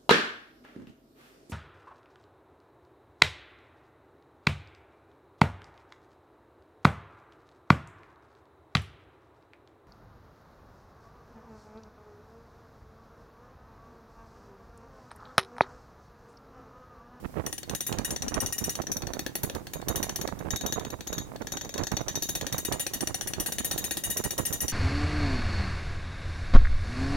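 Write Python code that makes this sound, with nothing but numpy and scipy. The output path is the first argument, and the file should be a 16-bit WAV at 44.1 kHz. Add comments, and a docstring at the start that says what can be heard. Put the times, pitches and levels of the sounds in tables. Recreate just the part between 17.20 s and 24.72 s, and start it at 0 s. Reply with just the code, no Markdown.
"""Workshop: a steel rod is tapped by hand with a steel bar against an aluminium engine casing,
played sped up, about 16 blows a second. Each blow is a noise burst (crack) plus short resonators
(casing thud, steel ringing) and a dense sizzle; which modes speak depends on spot and grip.
Decaying noise adds the room's reflections. Moving air buffets the microphone ports, mostly the right one,
as random pressure pulses; shaped noise makes a faint hiss and rumble."""
import sys
import numpy as np
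from scipy import signal
from scipy.fft import rfft, irfft
from scipy.io import wavfile

SR = 44100
rng = np.random.default_rng(int(sys.argv[2]) if len(sys.argv) > 2 else 0)


def master(y):
    """Save y as 16-bit WAV."""
    cut = np.clip(np.atleast_2d(y).T, -1, 1)
    pcm = np.round(cut * 32767)  # scale
    wavfile.write(sys.argv[1], SR, pcm.astype(np.int16))


N = 331632

# blows: (time [s], crack level [dB], freedom of the steel to ring [dB])
BLOWS = [(0.2635, -22.5, -2), (0.3273, -22, -5), (0.3802, -26.5, -1.5), (0.431, -23, -37),
         (0.4957, -21.5, -8.5), (0.549, -21.5, -1), (0.6064, -22, 1), (0.666, -29.5, 11.5),
         (0.7254, -18, -20), (0.7853, -20, -18), (0.8474, -22.5, 4.5), (0.9063, -21, -2),
         (0.9618, -21.5, -12), (1.0215, -21.5, -3.5), (1.0818, -23.5, -1), (1.1418, -23, -3),
         (1.2033, -26, 10.5), (1.2611, -21, 0.5), (1.3249, -34, 16), (1.3815, -23.5, 3.5),
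         (1.4405, -27.5, 10.5), (1.4945, -24.5, 5), (1.5533, -22.5, -6.5), (1.6182, -27, -7),
         (1.6692, -26.5, -6.5), (1.7169, -27.5, 11), (1.768, -32, 9.5), (1.821, -25.5, -9),
         (1.8695, -26.5, -2.5), (1.9346, -24, -3), (1.9927, -21, 1.5), (2.0634, -19, -5.5),
         (2.1535, -18, 3), (2.2327, -23.5, 7.5), (2.2976, -24.5, -8), (2.3496, -27.5, -1),
         (2.469, -26, -10), (2.5348, -23, -0.5), (2.6157, -31, -30), (2.6841, -19.5, 3), (2.7577, -16, 2),
         (2.8286, -18.5, 3.5), (2.8937, -20, -6), (2.9592, -21, 3.5), (3.0131, -22, 1.5), (3.0755, -21, -8),
         (3.19, -39.5, 5), (3.3061, -21, 3.5), (3.3604, -21.5, 1.5), (3.4107, -24, -3),
         (3.4629, -24.5, 9.3), (3.5236, -19.4, 3), (3.5958, -27, -10), (3.649, -27, -8), (3.703, -31.5, 5),
         (3.8075, -27, -5.5), (3.8714, -25.5, 4), (3.9285, -24, 7.5), (3.9813, -23.5, 3),
         (4.1607, -33, -27), (4.2185, -35, -3.5), (4.2703, -24.5, -5), (4.3203, -25.5, 12),
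         (4.3705, -24, 0), (4.4112, -27, 3), (4.448, -30, -3), (4.4924, -28.5, 1), (4.5407, -26, 1),
         (4.579, -22, 0.1), (4.6357, -24, -2.0), (4.6696, -23, -1), (4.7162, -23, -2),
         (4.7683, -17.5, -8.5), (4.812, -42, 6.5), (4.8829, -16.5, -6), (4.9548, -20, 1),
         (5.023, -17.1, 1.5), (5.0896, -18.7, -1), (5.1519, -15.5, -5.5), (5.2112, -18.5, -17),
         (5.2667, -18, -10), (5.325, -18, -2.5), (5.381, -21.5, 3.5), (5.4497, -18, 1.5), (5.523, -14, -4),
         (5.5959, -17, 5.5), (5.666, -15.5, -5.5), (5.7355, -15.5, 2.5), (5.8071, -19, 1.5),
         (5.8722, -17.5, -3), (5.9437, -17.7, 1.8), (6.0105, -17.5, -0.5), (6.073, -21, 6.5),
         (6.135, -18, -9.1), (6.1992, -20, 5), (6.261, -16.5, 3), (6.3211, -17, -1.5), (6.3836, -16, -5.5),
         (6.4457, -19.9, 3), (6.5116, -12, -7), (6.5782, -16, -3.5), (6.6411, -16, -2.5),
         (6.709, -13.5, -6.5), (6.7701, -17, -3.3), (6.8372, -19.5, 3), (6.901, -21, 4), (6.9699, -17, -2),
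         (7.0395, -17, -2.5), (7.107, -17, -6.5), (7.1793, -17.5, -1.3), (7.2529, -16.9, -1),
         (7.3272, -17.0, -1.5), (7.4049, -20, 3), (7.4811, -13.5, -5)]


def from_db(db):
    """Decibels to amplitude gain."""
    return 10 ** (np.asarray(db) / 20)


def rms_one(x):
    """Scale to unit rms."""
    return x / np.sqrt(np.mean(x ** 2) + 1e-20)


def at_hz(points, hz):
    """Interpolate a table over log frequency."""
    point_hz, value = np.transpose(points)
    return np.interp(np.log(hz), np.log(point_hz), value)


def bin_hz():
    """FFT bin frequencies, at least 1 Hz."""
    return np.maximum(np.arange(N // 2 + 1) * SR / N, 1)


def coloured(spectrum):
    """Stereo white noise given a spectrum; rms 1."""
    white = rng.standard_normal((2, N))
    return rms_one(irfft(rfft(white) * from_db(at_hz(spectrum, bin_hz())), N))


def drift(corner_hz):
    """Slow random wander: noise through two equal poles, rms 1."""
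    r = np.exp(-2 * np.pi * corner_hz / SR)
    white = rng.standard_normal(N + SR)
    settled = signal.lfilter([1], [1, -2 * r, r * r], white)[SR:]
    return rms_one(settled)


def ring(clicks, hz, t60_s):
    """Two-pole resonator: a unit click starts a decaying sine of height about 1."""
    r = from_db(-60 / (t60_s * SR))
    w = 2 * np.pi * hz / SR
    return signal.lfilter([0, np.sin(w)], [1, -2 * r * np.cos(w), r * r], clicks + 1e-18)


def die_away(clicks, t60_s):
    """Each click becomes an exponential decay."""
    return signal.lfilter([1], [1, -from_db(-60 / (t60_s * SR))], clicks + 1e-18)


def struck(level_db):
    """One click per blow."""
    clicks = np.zeros(N)
    clicks[np.round(np.array(BLOWS)[:, 0] * SR).astype(int)] = from_db(level_db)
    return clicks


def partly_alike(first, second, share):
    """Mix two equal noises so that the result correlates with the first by share."""
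    return share * first + np.sqrt(1 - share ** 2) * second


def cracks(crack_db, fall_t60_s, rise_t60_s, ports_alike):
    """A short burst of noise with a soft rise and a quick fall."""
    # (frequency [Hz], relative density [dB per Hz])
    crack_spectrum = [(700, -29), (1500, -2), (3500, 10), (4800, 3), (6000, 9), (8000, 2.5), (11000, -3.5),
                      (16000, -7.5)]
    clicks = struck(np.array(BLOWS)[:, 1])
    envelope = die_away(clicks, fall_t60_s) - die_away(clicks, rise_t60_s)
    out = from_db(crack_db) * envelope * coloured(crack_spectrum)
    out[1] = partly_alike(out[0], out[1], ports_alike)
    return out


def family_levels():
    """Level of each mode family per blow: strength, spot, freedom and chance."""
    # the rod wanders round the casing:
    # (time [s], ring level re crack of family 1 [dB], family 2 [dB], family 3 [dB], family 4 [dB])
    spots = [(0.25, -7.5, -38, -22, -21), (0.65, -9, -25, -22, -20), (1.1, -3, -31, -24.5, -27),
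             (1.55, -0.5, -28, -23, -20), (1.75, -2.5, -35, -47, -27), (2.1, -16.5, -37, -40, -22.2),
             (2.6, -13.5, -27, -30.5, -20.5), (3.05, -10, -33, -33.5, -25), (3.35, -10, -21.5, -35, -30),
             (3.9, -14.5, -24, -47, -35), (4.5, -8, -24.5, -45.5, -45), (4.85, -2.5, -25, -42, -22),
             (5.15, -7.5, -20.5, -29.5, -13.5), (5.5, -12.5, -28, -25, -22.5), (6.0, -7, -47, -26.5, -29),
             (6.4, -12.5, -23, -23, -16), (6.9, -10, -25, -20.5, -15.5), (7.5, -2.5, -28, -18, -14)]
    # how far families 1 to 4 follow the freedom of the blow: (share [dB per dB])
    freedom_share = [.6, 0.75, 0.94, 1.4]
    spread_db = 1.5  # chance change of a family from blow to blow
    thud_share, thud_pivot_db = 0.23, -30

    s, crack_db, free_db = np.transpose(BLOWS)
    spot_s, *spot_db = np.transpose(spots)
    here_db = [np.interp(s, spot_s, column) for column in spot_db]
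    ring_db = np.transpose([db + share * free_db for db, share in zip(here_db, freedom_share)])
    ring_db = ring_db + spread_db * rng.standard_normal(ring_db.shape)
    # where family 3 is choked, the casing thuds louder
    thud_db = thud_share * (thud_pivot_db - here_db[2])
    return np.c_[crack_db + thud_db, crack_db[:, None] + ring_db]


def ringing(family_db, spread_db, click_db, noise_db, t60_scale):
    """Every blow drives all modes; each rings roughly: a click and decaying noise drive short resonators."""
    # one row per family, family 0 is the thud: mode frequencies [Hz]
    mode_hz = [
        [330, 560, 780, 1720, 3500, 4375, 15480],
        [5890, 5960, 6150],
        [3760, 6690, 6640, 11670],
        [1870, 2870, 6820, 7080, 8768, 9745, 10100],
        [11200, 11946, 12750, 12935, 13940, 14820],
    ]
    # same layout: (relative level [dB], noise t60 and, before t60_scale, ring t60 [s])
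    mode_ring = [
        [(-19.5, 0.072), (-20.5, 0.048), (-17, 0.04), (-14, 0.029), (-23, 0.045), (-23.5, 0.069), (-25, 0.039)],
        [(-1, 0.034), (0, 0.041), (-12, 0.038)],
        [(-3.5, 0.18), (2, 0.13), (-2.5, 0.19), (3.5, 0.075)],
        [(0, 0.075), (-3.5, 0.1), (-14, 0.1), (-7.5, 0.22), (8, 0.086), (2, 0.1), (7, 0.055)],
        [(3.5, 0.065), (7, 0.058), (-1, 0.047), (0, 0.048), (-9, 0.049), (4.5, 0.036)],
    ]
    ports_alike = 0.5  # noise correlation between ports

    out = np.zeros((2, N))
    for family, modes in enumerate(mode_ring):
        chance = rng.standard_normal((len(BLOWS), len(modes)))
        for k, (level_db, t60_s) in enumerate(modes):
            clicks = struck(family_db[:, family] + level_db + spread_db * chance[:, k])
            white = rng.standard_normal((2, N))
            white[1] = partly_alike(white[0], white[1], ports_alike)
            decaying_noise = from_db(noise_db) * die_away(clicks, t60_s) * white
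            drive = from_db(click_db) * clicks + decaying_noise
            out += ring(drive, mode_hz[family][k], t60_scale * t60_s)
    return out


def sizzle(family_db, sizzle_db, t60_s):
    """Countless small high modes, too dense to tell apart, sound with the two upper families."""
    # (frequency [Hz], relative density [dB per Hz])
    sizzle_spectrum = [(2500, -17), (6500, -10), (11000, -6), (16000, -6)]
    clicks = struck(family_db[:, 3]) + struck(family_db[:, 4])
    return from_db(sizzle_db) * die_away(clicks, t60_s) * coloured(sizzle_spectrum)


def at_ports(x, lean_db):
    """Blows reach the left port louder (up lean_db, right down as much) and the right port later."""
    # (frequency [Hz], lag of the right port [samples])
    port_lag = [(6500, 2), (9000, 1), (13000, .65)]
    hz = bin_hz()
    lag_s = at_hz(port_lag, hz) / SR
    late = irfft(rfft(x[1]) * np.exp(-2j * np.pi * hz * lag_s), N)
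    return np.array([x[0] * from_db(lean_db), late * from_db(-lean_db)])


def workshop(x, t60_s, onset_s):
    """Dense reflections, different at each port, dying away."""
    # (frequency [Hz], relative density [dB per Hz])
    room_spectrum = [(300, -20), (2000, 8), (7000, 0), (16000, -0.5)]
    t = np.arange(SR // 2) / SR
    envelope = from_db(-60 * t / t60_s) * (1 - np.exp(-t / onset_s))
    response = coloured(room_spectrum)[:, :len(t)] * envelope
    response = response / np.linalg.norm(response[0])
    return signal.fftconvolve(x[None], response, axes=1)[:, :N]


def gust_db(port):
    """Bell-shaped gusts add in power over a wavering breeze."""
    # strongest gusts: (centre time [s], port [0 left, 1 right], peak level [dB], half length to 1/e power [s])
    gusts = [(0.053, 1, -27, 0.0077), (0.18, 1, -26.5, 0.027), (0.264, 1, -29.5, 0.024),
             (0.522, 1, -28.5, 0.022), (0.696, 1, -29, 0.0072), (0.73, 1, -27, 0.018),
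             (0.796, 1, -28, 0.024), (0.912, 1, -32.5, 0.03), (0.922, 0, -34, 0.0077),
             (0.942, 1, -32.5, 0.011), (1.045, 0, -33, 0.007), (1.067, 1, -33.5, 0.019),
             (1.072, 0, -32.5, 0.011), (1.124, 1, -23.5, 0.0076), (1.153, 0, -32, 0.0092),
             (1.174, 1, -22, 0.01), (1.196, 0, -43, 0.009), (1.236, 0, -28.5, 0.016),
             (1.28, 1, -31.3, 0.021), (1.422, 1, -26.5, 0.0082), (1.478, 0, -34, 0.014),
             (1.48, 1, -24.5, 0.0061), (1.594, 1, -26.5, 0.014), (1.709, 0, -31, 0.011),
             (1.836, 1, -34, 0.0066), (1.909, 1, -30, 0.011), (1.977, 1, -33, 0.015),
             (2.023, 1, -38, 0.018), (2.056, 1, -37.5, 0.0076), (2.245, 1, -26, 0.01),
             (2.246, 0, -38, 0.0089), (2.332, 0, -42, 0.026), (2.361, 1, -27, 0.012),
             (2.568, 0, -43.5, 0.015), (2.71, 1, -26.1, 0.012), (2.845, 1, -35, 0.0053),
             (3.033, 1, -29, 0.029), (3.09, 1, -28, 0.0075), (3.209, 1, -26, 0.0072),
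             (3.267, 1, -30.5, 0.021), (3.344, 1, -28, 0.01), (3.464, 1, -29.5, 0.029),
             (3.528, 1, -29.0, 0.0065), (3.574, 1, -25, 0.0098), (3.624, 1, -25, 0.0084),
             (3.672, 1, -32, 0.021), (3.735, 1, -24.5, 0.0065), (3.925, 1, -32.5, 0.023),
             (3.98, 1, -26.5, 0.0085), (4.218, 1, -28.5, 0.0093), (4.347, 1, -29.5, 0.016),
             (4.46, 1, -33, 0.014), (4.557, 1, -25.5, 0.0061), (4.603, 1, -25, 0.021),
             (4.732, 1, -26.5, 0.014), (4.807, 1, -26.5, 0.013), (4.889, 1, -29.8, 0.015),
             (4.96, 1, -29.5, 0.012), (5.347, 1, -25, 0.0055), (5.488, 1, -25, 0.0038),
             (5.552, 1, -25.5, 0.014), (5.828, 1, -26, 0.008), (5.899, 1, -30.7, 0.012),
             (6.113, 0, -35.5, 0.012), (6.201, 1, -27, 0.017), (6.285, 1, -29.5, 0.01),
             (6.408, 1, -26.5, 0.0049), (6.456, 0, -41, 0.015), (6.883, 1, -26, 0.017),
             (6.969, 1, -25.5, 0.0061), (7.001, 1, -28.5, 0.0091), (7.06, 1, -29, 0.014),
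             (7.192, 1, -26, 0.012), (7.327, 1, -29.9, 0.021), (7.443, 1, -25, 0.011),
             (7.502, 0, -40, 0.008)]
    # weaker puffs come at random around this level: (time [s], left level [dB], right level [dB])
    breeze = [(0.0, -61, -40.5), (0.4, -64, -48), (0.65, -57, -52), (0.9, -49, -46), (1.3, -47.79, -45),
              (1.8, -54, -35), (2.2, -71, -40.5), (2.5, -51.8, -43.5), (2.8, -58, -36.5),
              (3.3, -44.5, -42.76), (3.8, -61, -45.17), (4.1, -49, -37), (4.5, -56, -47.5), (4.8, -65, -44),
              (5.2, -64, -37.5), (5.7, -58, -37.5), (6.1, -50.5, -45), (6.6, -46.5, -38.5), (7.0, -65, -42),
              (7.5, -46, -43)]
    swing_db, swing_hz = 3, 17

    t = np.arange(N) / SR
    coarse_t = t[::64]
    own = [gust for gust in gusts if round(gust[1]) == port]
    centre_s, _, peak_db, half_s = np.transpose(own)[:, :, None]
    bells = np.exp(-((coarse_t - centre_s) / half_s) ** 2)
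    power = np.sum(from_db(2 * peak_db) * bells, axis=0)
    breeze_columns = np.transpose(breeze)
    breeze_db = np.interp(t, breeze_columns[0], breeze_columns[1 + port]) + swing_db * drift(swing_hz)
    return 10 * np.log10(np.interp(t, coarse_t, power) + from_db(2 * breeze_db))


def buffeting(per_s, size_db, flutter_db, brighten):
    """Eddies pass a port as single pressure pulses; strong gusts carry more of the short, sharp ones."""
    # (pulse frequency [Hz], level re gust [dB])
    eddies = [(50, -15.5), (120, -8.5), (300, -7.5), (700, -9.5), (1500, -18.5), (2800, -28)]
    out = np.zeros((2, N))
    pitches_hz = np.geomspace(40, 2800, 9)
    for port in range(2):
        port_db = gust_db(port) + flutter_db * drift(78)
        heights = from_db(size_db * np.minimum(rng.exponential(1, N), 3.5))
        sizes = heights * rng.choice([-1, 1], N)
        chance = rng.random(N)
        dealt = rng.integers(0, len(pitches_hz), N)
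        for k, hz in enumerate(pitches_hz):
            # each pitch gets a ninth of per_s, weighted to more of the short pulses
            born = (chance < per_s * np.sqrt(hz / 300) / SR) & (dealt == k)
            pulses = rms_one(ring(sizes * born, hz, 3.4 / hz))
            tilt_db = brighten * np.log2(hz / 150) * (port_db + 35.5)
            out[port] += pulses * from_db(at_hz(eddies, hz) + port_db + tilt_db)
    return signal.sosfilt(signal.butter(2, 2600, fs=SR, output="sos"), out)


def rumble(level_db):
    """Steady noise, strongest in the bass."""
    return from_db(level_db) * coloured([(300, -14.5), (1500, -60), (5000, -40)])


def hiss(level_db):
    """Steady noise, falling with frequency and steeply above 15 kHz."""
    return from_db(level_db) * coloured([(1000, 24), (15000, 6.5), (15800, -14.0), (16300, -30)])


def scene():
    """Blows nearer the left port, wind, and the still air of the workshop."""
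    family_db = family_levels()
    blows = cracks(crack_db=-3, fall_t60_s=0.014, rise_t60_s=0.0032, ports_alike=0.68)
    blows += ringing(family_db, spread_db=0.15, click_db=-0.5, noise_db=-17, t60_scale=0.4)
    blows += sizzle(family_db, sizzle_db=-4, t60_s=0.17)
    reflections = from_db(-10.5) * workshop(blows[0], t60_s=0.21, onset_s=0.00043)
    wind = buffeting(per_s=1300, size_db=3.0, flutter_db=3.5, brighten=0.095)
    still_air = rumble(level_db=-50.5) + hiss(level_db=-61)
    return at_ports(blows, lean_db=2.0) + reflections + wind + still_air


def record(dry):
    """A quick limiter holds the peaks down and lets go within a blow; lowest bass and top are cut."""
    threshold_db, release_db_per_s = -15.15, 700
    dry = signal.sosfilt(signal.butter(2, 35, "high", fs=SR, output="sos"), dry)
    peak_db = 20 * np.log10(np.abs(dry).max(axis=0) + 1e-9)
    over_db = np.maximum(peak_db - threshold_db, 0)
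    # instant attack, straight release in dB
    release_db = release_db_per_s * np.arange(N) / SR
    reduction_db = np.maximum.accumulate(over_db + release_db) - release_db
    top_cut = signal.cheby2(12, 70, 17300, fs=SR, output="sos")
    return signal.sosfilt(top_cut, dry * from_db(-reduction_db))


dry = scene()
out = record(dry)
master(out)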